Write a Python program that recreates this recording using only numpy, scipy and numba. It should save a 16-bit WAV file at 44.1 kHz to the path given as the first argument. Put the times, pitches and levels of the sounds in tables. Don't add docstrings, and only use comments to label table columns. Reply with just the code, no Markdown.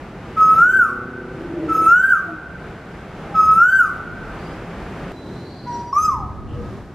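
import sys
import numpy as np
from scipy import signal
from scipy.fft import rfft, irfft, next_fast_len
from scipy.io import wavfile
from scipy.ndimage import uniform_filter1d
from numba import njit

SR = 44100
rng = np.random.default_rng(int(sys.argv[2]) if len(sys.argv) > 2 else 0)


def materialize(psi):
    bounded = np.clip(np.atleast_2d(psi).T, -1, 1)
    quanta = np.round(bounded * 32767).astype(np.int16)
    wavfile.write(sys.argv[1], SR, quanta)


N = 306054
TIME = np.arange(N) / SR
MOVE_S = 5.12

# (multiple of the pitch,
# level with the bill half open [dB], level with the bill wide [dB])
OVERTONES = [(2, 0, 1), (3, -9, -10), (4, -5.5, -7.5), (5, -4.5, -2), (6, -17.5, -25), (7, -8, -9),
             (8, -25, -7), (9, -11, -13), (10, -20.5, -24), (11, -12.5, -26), (12, -11, -34)]

NEAR_MANNER = dict(sag_db=-0.5, attack_s=0.0078, leap=1.012, rise_bend=1.45, late_db=0,
                   tail_per_fall=1.065, loud_db_per_octave=22, bright_db_per_octave=5)
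LOW_MANNER = dict(sag_db=18.5, attack_s=0.0023, leap=1.15, rise_bend=1.104, late_db=14,
                  tail_per_fall=2.1, loud_db_per_octave=29.5, bright_db_per_octave=49)


def undb(db):
    return 10 ** (np.asarray(db) / 20)


def unit(x):
    return x / np.sqrt(np.mean(x ** 2))


def bump(t, centre, spread):
    return np.exp(-((t - centre) / spread) ** 2)


def resonance(f, centre_hz, width_hz):
    return 1 / (1 + ((f - centre_hz ** 2 / f) / width_hz) ** 2)


def walk(rate):
    knots = rng.standard_normal(4096)
    wander = np.interp(TIME * rate, np.arange(4096), knots)
    return 1.16 * uniform_filter1d(wander, max(int(SR / rate / 2), 1))


def noise(gain):
    size = next_fast_len(N)
    hz = np.arange(size // 2 + 1) * SR / size + 1e-3
    spectrum = rfft(rng.standard_normal(size)) * gain(hz)
    return unit(irfft(spectrum, size)[:N])


def delayed(x, lag_s):
    return np.interp(TIME - lag_s, TIME, x)


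def two_ports(mid, side, apart_hz=9000, bass_share=0.02):
    hz = np.fft.rfftfreq(len(mid), 1 / SR)
    share = np.minimum(np.hypot(bass_share, hz / apart_hz), 1)
    side = irfft(rfft(side) * share, len(mid))
    return np.array([mid + side, mid - side])


def koel():
    # (ko start [s], el start [s], el rise [s], ko pitch [Hz], sharpness of the ko's start
    # [share of pitch], el top pitch [Hz], el fall [s], ko level [dB], el level [dB],
    # overtone level at the top [dB], extra 2nd harmonic in the ko [dB], extra 3rd at the top [dB])
    calls = [(0.367, 0.552, 0.2, 1276, .014, 1546, 0.15, -5, 0.5, -44, -3.5, -4.5),
             (1.686, 1.857, .22, 1290, 0.034, 1566, .123, -8.5, 1.12, -43, 5, 2),
             (3.345, 3.549, .196, 1275, .018, 1550, .147, -5.5, -0.5, -44, -1.5, 6),
             (5.663, 5.926, 0.123, 950, 0.033, 1276, 0.12, -23, -4, -24.5, -14, 0)]
    # (delay [s], level [dB])
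    trunk_echoes = [(.066, -14.5), (0.114, -22), (0.155, -25.5)]
    wall_lag_s, wall_db = .62, -33
    low_spread_db = -2

    *near_calls, low_call = calls
    near_direct, near_spread = sum(whistle(call, False) for call in near_calls)
    low_voice = whistle(low_call, True, jitter=0.0028, glide_jitter=0.0035, shimmer_db=2.0, patchy_db=5,
                        rasp_db=-23.5, chiff_db=-47, chiff_s=0.025, croak_db=-32)
    direct, spread = low_voice + squeak(low_call[1])

    trunks = sum(undb(db) * delayed(spread, lag_s) for lag_s, db in trunk_echoes)
    dull = signal.butter(2, 2000, fs=SR, output="sos")
    wall = undb(wall_db) * signal.sosfilt(dull, delayed(spread, wall_lag_s))

    near = foliage(near_direct, near_spread, damp_db_per_s=3.5)
    low = foliage(direct + trunks + wall, undb(low_spread_db) * spread + wall, damp_db_per_s=71)
    return near + low


def whistle(call, low, jitter=0.00094, glide_jitter=0.0025, shimmer_db=2.5, patchy_db=2.5, rasp_db=-30,
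            chiff_db=-39, chiff_s=0.04, chiff_hz=1500, croak_db=-50):
    # (pitch [Hz], gain [dB])
    near_path = [(1200, -2.5), (1285, 0.5), (1320, 2), (1355, 0), (1410, 6.5), (1450, 1.5), (1500, -7),
                 (1530, -7.5), (1560, -2)]
    low_path = [(780, -0.5), (950, -2), (1095, 5), (1135, -9), (1185, 5), (1230, 5), (1260, -5),
                (1278, -3.5)]
    fray = .085 if low else .04
    onset_s = .02

    hz, tone_db, over_db, end = gesture(call, **(LOW_MANNER if low else NEAR_MANNER))
    path_db = np.interp(hz, *np.transpose(low_path if low else near_path))
    hz = uniform_filter1d(hz, 300 if low else 800)
    age = TIME - call[0]
    sounding = np.clip(np.minimum(age, end - TIME) / onset_s + .5, 0, 1) ** 2
    on = sounding > 1e-6

    octaves_per_s = np.minimum(np.abs(np.gradient(np.log2(hz))) * SR, 5)
    wobble = (jitter + glide_jitter * octaves_per_s) * walk(400)
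    phase = 2 * np.pi * np.cumsum((hz * (1 + wobble))[on]) / SR

    uneven = phase + fray * walk(550)[on]
    overtones = 0
    for k in range(2, len(OVERTONES) + 2):
        db = overtone_db(k, hz[on], TIME[on] < call[1], call, low) + patchy_db * walk(35)[on]
        audible = k * hz[on] < SR / 2
        overtones = overtones + undb(db) * np.sin(k * uneven) * audible

    rasp = undb(rasp_db) * noise(lambda f: (f > 1500) / (1 + (f / 5000) ** 2))[on]
    chiff = undb(chiff_db) * noise(lambda f: resonance(f, chiff_hz, chiff_hz))[on]
    doubled = np.sin(3 * phase / 2) + np.sin(2 * phase) / 2
    croak = undb(croak_db) * doubled * (1 + walk(200)[on] / 2)
    onset = (chiff + croak) * np.exp(-np.abs(age[on]) / chiff_s)

    shimmer = undb((over_db + shimmer_db * walk(120))[on])
    edge = shimmer * (overtones + rasp) + onset
    out = np.zeros((2, N))
    out[:, on] = undb([(tone_db + path_db)[on], tone_db[on]]) * np.sin(phase) + edge
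    return np.sqrt(2) * out * sounding


def gesture(call, sag_db, attack_s, leap, rise_bend, late_db, tail_per_fall, loud_db_per_octave,
            bright_db_per_octave):
    # (time [s], half length [s], depth [dB])
    echo_dips = [(0.466, 0.02, 5.5), (1.741, 0.0076, 19.5), (1.771, 0.0078, 10), (1.844, 0.019, 6),
                 (3.423, 0.0093, 14), (3.463, 0.022, 10)]
    settle_s, creep = 0.045, 0.0162
    fall_to = 0.545
    swell_db, swell_s = 10, 0.052
    break_db, break_s = 14, 0.0079
    release_db, release_s = 10.5, 0.069
    late_s = .018

    ko_start, el_start, rise_s, ko_hz, sharp, top_hz, fall_s, ko_db, el_db, bright_db, *_ = call
    age, in_ko = np.maximum(TIME - ko_start, 0), TIME < el_start
    through_ko = age / (el_start - ko_start)
    past_top = TIME - el_start - rise_s
    tail_s = tail_per_fall * fall_s

    held = ko_hz * (1 + sharp * np.exp(-age / settle_s) + creep * through_ko ** 3)
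    climb = np.sin(np.pi / 2 * np.clip((TIME - el_start) / rise_s, 0, 1)) ** rise_bend
    rise = leap * ko_hz + (top_hz - leap * ko_hz) * climb
    fall = top_hz * (fall_to + (1 - fall_to) * bump(past_top, 0, fall_s))
    hz = np.where(in_ko, held, np.where(past_top < 0, rise, fall))

    swell = swell_db * np.clip(1 - age / swell_s, 0, 1)
    release = release_db * np.clip(1 + (past_top - tail_s) / release_s, 0, 1)
    sag = sag_db * (through_ko - .5) * in_ko
    echo_dip = sum(db * bump(TIME, s, half_s) for s, half_s, db in echo_dips)
    ko = ko_db - sag - echo_dip - break_db * bump(TIME, el_start, break_s)

    octaves = np.log2(hz / top_hz)
    el = el_db + loud_db_per_octave * octaves
    el = el + (ko_db - break_db - el) * bump(TIME, el_start, attack_s)
    tone_db = np.where(in_ko, ko, el) - swell - release
    late = late_db * (bump(TIME, ko_start, late_s) + bump(TIME, el_start, late_s))
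    over_db = bright_db + bright_db_per_octave * octaves - sag - swell / 2 - .75 * release - late
    return hz, tone_db, over_db, el_start + rise_s + tail_s


def overtone_db(k, hz, in_ko, call, low):
    # (frequency [Hz], gain [dB])
    low_throat = [(1900, -3.5), (2560, -21), (3850, -52), (4700, -19), (4950, -23), (5090, -3), (5300, -12),
                  (5500, -6), (5720, -7), (6150, -9.5), (6360, -1), (6480, -4), (6600, -17), (7000, -26),
                  (7450, -26), (7660, -13.5), (8300, -29), (9000, -24), (10200, -42), (11000, -14),
                  (11500, -13), (12000, -35), (12800, -14.5), (14000, -43)]
    tilt_db = 1
    shut_hz, shut_db_per_octave = 6000, 25
    half_open_hz, wide_open_hz = 1310, 1557
    crest_hz, off_crest_db = 40, 9

    top_hz, (second_db, third_db) = call[5], call[-2:]
    if low:
        muffle = shut_db_per_octave * np.maximum(np.log2(k * hz / shut_hz), 0) * in_ko
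        throat_db = np.interp(k * hz, *np.transpose(low_throat))
        return throat_db - tilt_db * (k - 5) - muffle + second_db * (k == 2) * in_ko

    _, half_db, wide_db = OVERTONES[k - 2]
    opening = np.clip((hz - half_open_hz) / (wide_open_hz - half_open_hz), 0, 1)
    gape = np.maximum.accumulate(opening)
    crest = bump(hz, top_hz, crest_hz)
    extra = {2: second_db * (1 - gape), 3: third_db * crest - off_crest_db * (1 - crest)}
    return half_db + gape * (wide_db - half_db) + extra.get(k, 0)


def squeak(start_s, start_hz=5540, sag_hz_per_s=6500, db=-30, attack_s=.005, decay_s=0.019):
    age = np.maximum(TIME - start_s, 0)
    phase = 2 * np.pi * np.cumsum(start_hz - sag_hz_per_s * np.minimum(age, .1)) / SR
    envelope = np.minimum(age / attack_s, 1) * np.exp(-age / decay_s)
    return undb(db + 2.3 * walk(150)) * np.sin(phase) * envelope


def foliage(x, spread, damp_db_per_s, treble_hz=3500, gap_s=0.0035, port_lag=0.33):
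    # (60 dB decay time [s], level at the whistle's pitch [dB],
    # level in the treble [dB])
    scatter = [(0.139, -12, 1), (0.619, -5, -3), (1.699, -15, -36.5)]
    clump_db, clumps_per_s = 2.5, 60

    t = np.arange(int(1.5 * SR)) / SR
    split = signal.butter(2, treble_hz, fs=SR, output="sos")
    tails = np.zeros((2, len(t)))
    clumps = undb(clump_db * walk(clumps_per_s)[:len(t)])
    for t60, db, treble_db in scatter:
        grains = rng.standard_normal((2, len(t)))
        dull = signal.sosfiltfilt(split, grains)
        bright = grains - dull
        fade = clumps * undb(-60 * t / t60) * (1 - np.exp(-(t / gap_s) ** 2))
        fade = fade / np.sqrt(np.sum(fade ** 2))
        tails += (undb(db) * dull + undb(treble_db - damp_db_per_s * t) * bright) * fade

    taps = np.arange(-8, 9)
    window = np.hanning(len(taps))
    direct = [np.convolve(x, np.sinc(taps + lag) * window, "same") for lag in (port_lag / 2, -port_lag / 2)]
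    scattered = signal.fftconvolve(spread[None], two_ports(*tails), axes=1)[:, :N]
    return np.array(direct) + scattered


def motorbike(pipe_hz=335, pipe_width_hz=220, waver=.01, throb=0.86):
    start_hz, rise_hz_per_s = 111.8, 9.5
    loudest_s, spread_s, level_db = 1.05, 0.51, -23.5

    hz = start_hz + rise_hz_per_s * TIME
    phase = 2 * np.pi * np.cumsum(hz * (1 + waver * walk(40.34))) / SR
    lines = 0
    for k in range(1, 5):
        pipe_loss = np.hypot(1, (k * hz - pipe_hz) * 2 / pipe_width_hz)
        lines = lines + np.sin(k * phase) * undb(2.2 * walk(11.83)) / pipe_loss
    uneven_firing = 1 + throb * np.cos(phase / 4)
    return unit(lines * uneven_firing) * undb(level_db) * bump(TIME, loudest_s, spread_s)


def far_tones():
    # (start [s], length [s], start pitch [Hz], end pitch [Hz], bandwidth [Hz], level [dB])
    tones = [(1.358, 0.55, 334.4, 318.4, 49, -21), (1.5, 0.44, 438, 472.6, 62, -31.5),
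             (1.53, 0.16, 611, 597, 28, -32), (2.151, 0.21, 680, 682, 19, -29.5),
             (2.242, 0.18, 324, 314, 10, -24), (3.2, 0.25, 790, 828, 45, -35),
             (6.473, 0.23, 478, 486, 11, -31.5), (4.35, 0.25, 4480, 5030, 110, -53),
             (5.113, 0.21, 3970, 3970, 62, -46.5), (5.273, 0.58, 4030, 4100, 65, -47.5),
             (5.359, .42, 4270, 4340, 80, -52), (5.438, 0.16, 4440, 4520, 110, -48.5),
             (5.488, 0.47, 4760, 4770, 90, -49.5), (5.2, 0.63, 3850, 4500, 420, -48),
             (6.462, 0.14, 3020, 2880, 420, -47.5)]
    out = np.zeros(N)
    for s, length, start_hz, end_hz, width_hz, db in tones:
        age = np.clip((TIME - s) / length, 0, 1)
        on = (age > 0) & (age < 1)
        phase = 2 * np.pi * np.cumsum(start_hz + (end_hz - start_hz) * age[on]) / SR
        lowpass = signal.butter(2, width_hz / 2, fs=SR, output="sos")
        blur = signal.sosfilt(lowpass, rng.standard_normal((2, SR)))[:, -len(phase):]
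        band = unit(blur[0] * np.cos(phase) + blur[1] * np.sin(phase))
        out[on] += band * undb(db) * np.sqrt(np.sin(np.pi * age[on]))
    return out


def hum(hz=170, width_hz=30, db=-38, swell_s=1.2):
    drone = noise(lambda f: resonance(f, hz, width_hz))
    return drone * undb(db) * np.minimum(TIME / swell_s, 1) * (TIME < MOVE_S)


def breeze(centre_hz=75, width_hz=130, side_db=-10):
    # (time [s], half length [s], level [dB])
    gusts = [(2.5, 0.084, -32), (3.485, 0.11, -31), (4.086, 0.23, -29), (6.17, 0.15, -20.5),
             (6.548, 0.28, -22.5)]
    mid, side = (noise(lambda f: resonance(f, centre_hz, width_hz)) for _ in range(2))
    buffeting = mid + undb(side_db) * side * np.array([[1], [-1]])
    return buffeting * sum(undb(db) * bump(TIME, s, half_s) for s, half_s, db in gusts)


def air(points, flutter_db=1.52):
    hz, db = np.transpose(points)
    mid, side = (noise(lambda f: undb(np.interp(np.log(f), np.log(hz), db))) for _ in range(2))
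    return two_ports(mid, side) * undb(flutter_db * walk(7.1))


def scene():
    # (frequency [Hz], relative density [dB per Hz])
    air_near = [(15, -40), (25, -8.5), (48, -1), (88, -4.5), (172, 0.5), (257, -6.5), (383, -4.5),
                (475, -9), (790, -10.5), (1090, -15.5), (1180, -12.5), (2370, -22), (3540, -31.5),
                (12800, -53.5), (15000, -62)]
    air_far = [(15, -29), (25, -12), (125, -1), (278, -4.5), (394, -4), (450, -11), (856, -15),
               (1240, -21.5), (1500, -20), (2850, -33), (4040, -36), (5140, -39), (15000, -58)]
    near_db, far_db = -26.5, -27
    swell_db, swell_s = 3.5, 0.38
    dip_from_s, dip_until_s, dip_db = 6.28, 6.46, -1

    near = air(air_near) * undb(near_db - swell_db * np.maximum(1 - TIME / swell_s, 0))
    dip = np.interp(TIME, [dip_from_s, dip_until_s], [0, 1], right=0)
    far = air(air_far) * undb(far_db + dip_db * dip)
    background = np.where(TIME < MOVE_S, near, far)
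    distant = motorbike() + two_ports(far_tones(), far_tones())
    return koel() + distant + hum() + breeze() + background


@njit
def follow(size, top, attack, release):
    out, e = np.empty(len(size)), top
    for i in range(len(size)):
        if size[i] > e:
            e = e + (size[i] - e) * attack
        else:
            e = max(e * release, top)
        out[i] = e
    return out


def record(dry, top_db=-2.5, attack_s=0.0042, recover_db_per_s=8.0):
    near_gain_db, far_gain_db, top_hz = -4, -8, 15300
    top = float(undb(top_db))
    release = float(undb(-recover_db_per_s / SR))
    peak = follow(np.abs(dry).max(axis=0), top, 1 / (attack_s * SR), release)
    held = dry * top / peak * undb(np.where(TIME < MOVE_S, near_gain_db, far_gain_db))
    return signal.sosfilt(signal.ellip(14, .1, 80, top_hz, fs=SR, output="sos"), held)


dry = scene()
out = record(dry)
materialize(out)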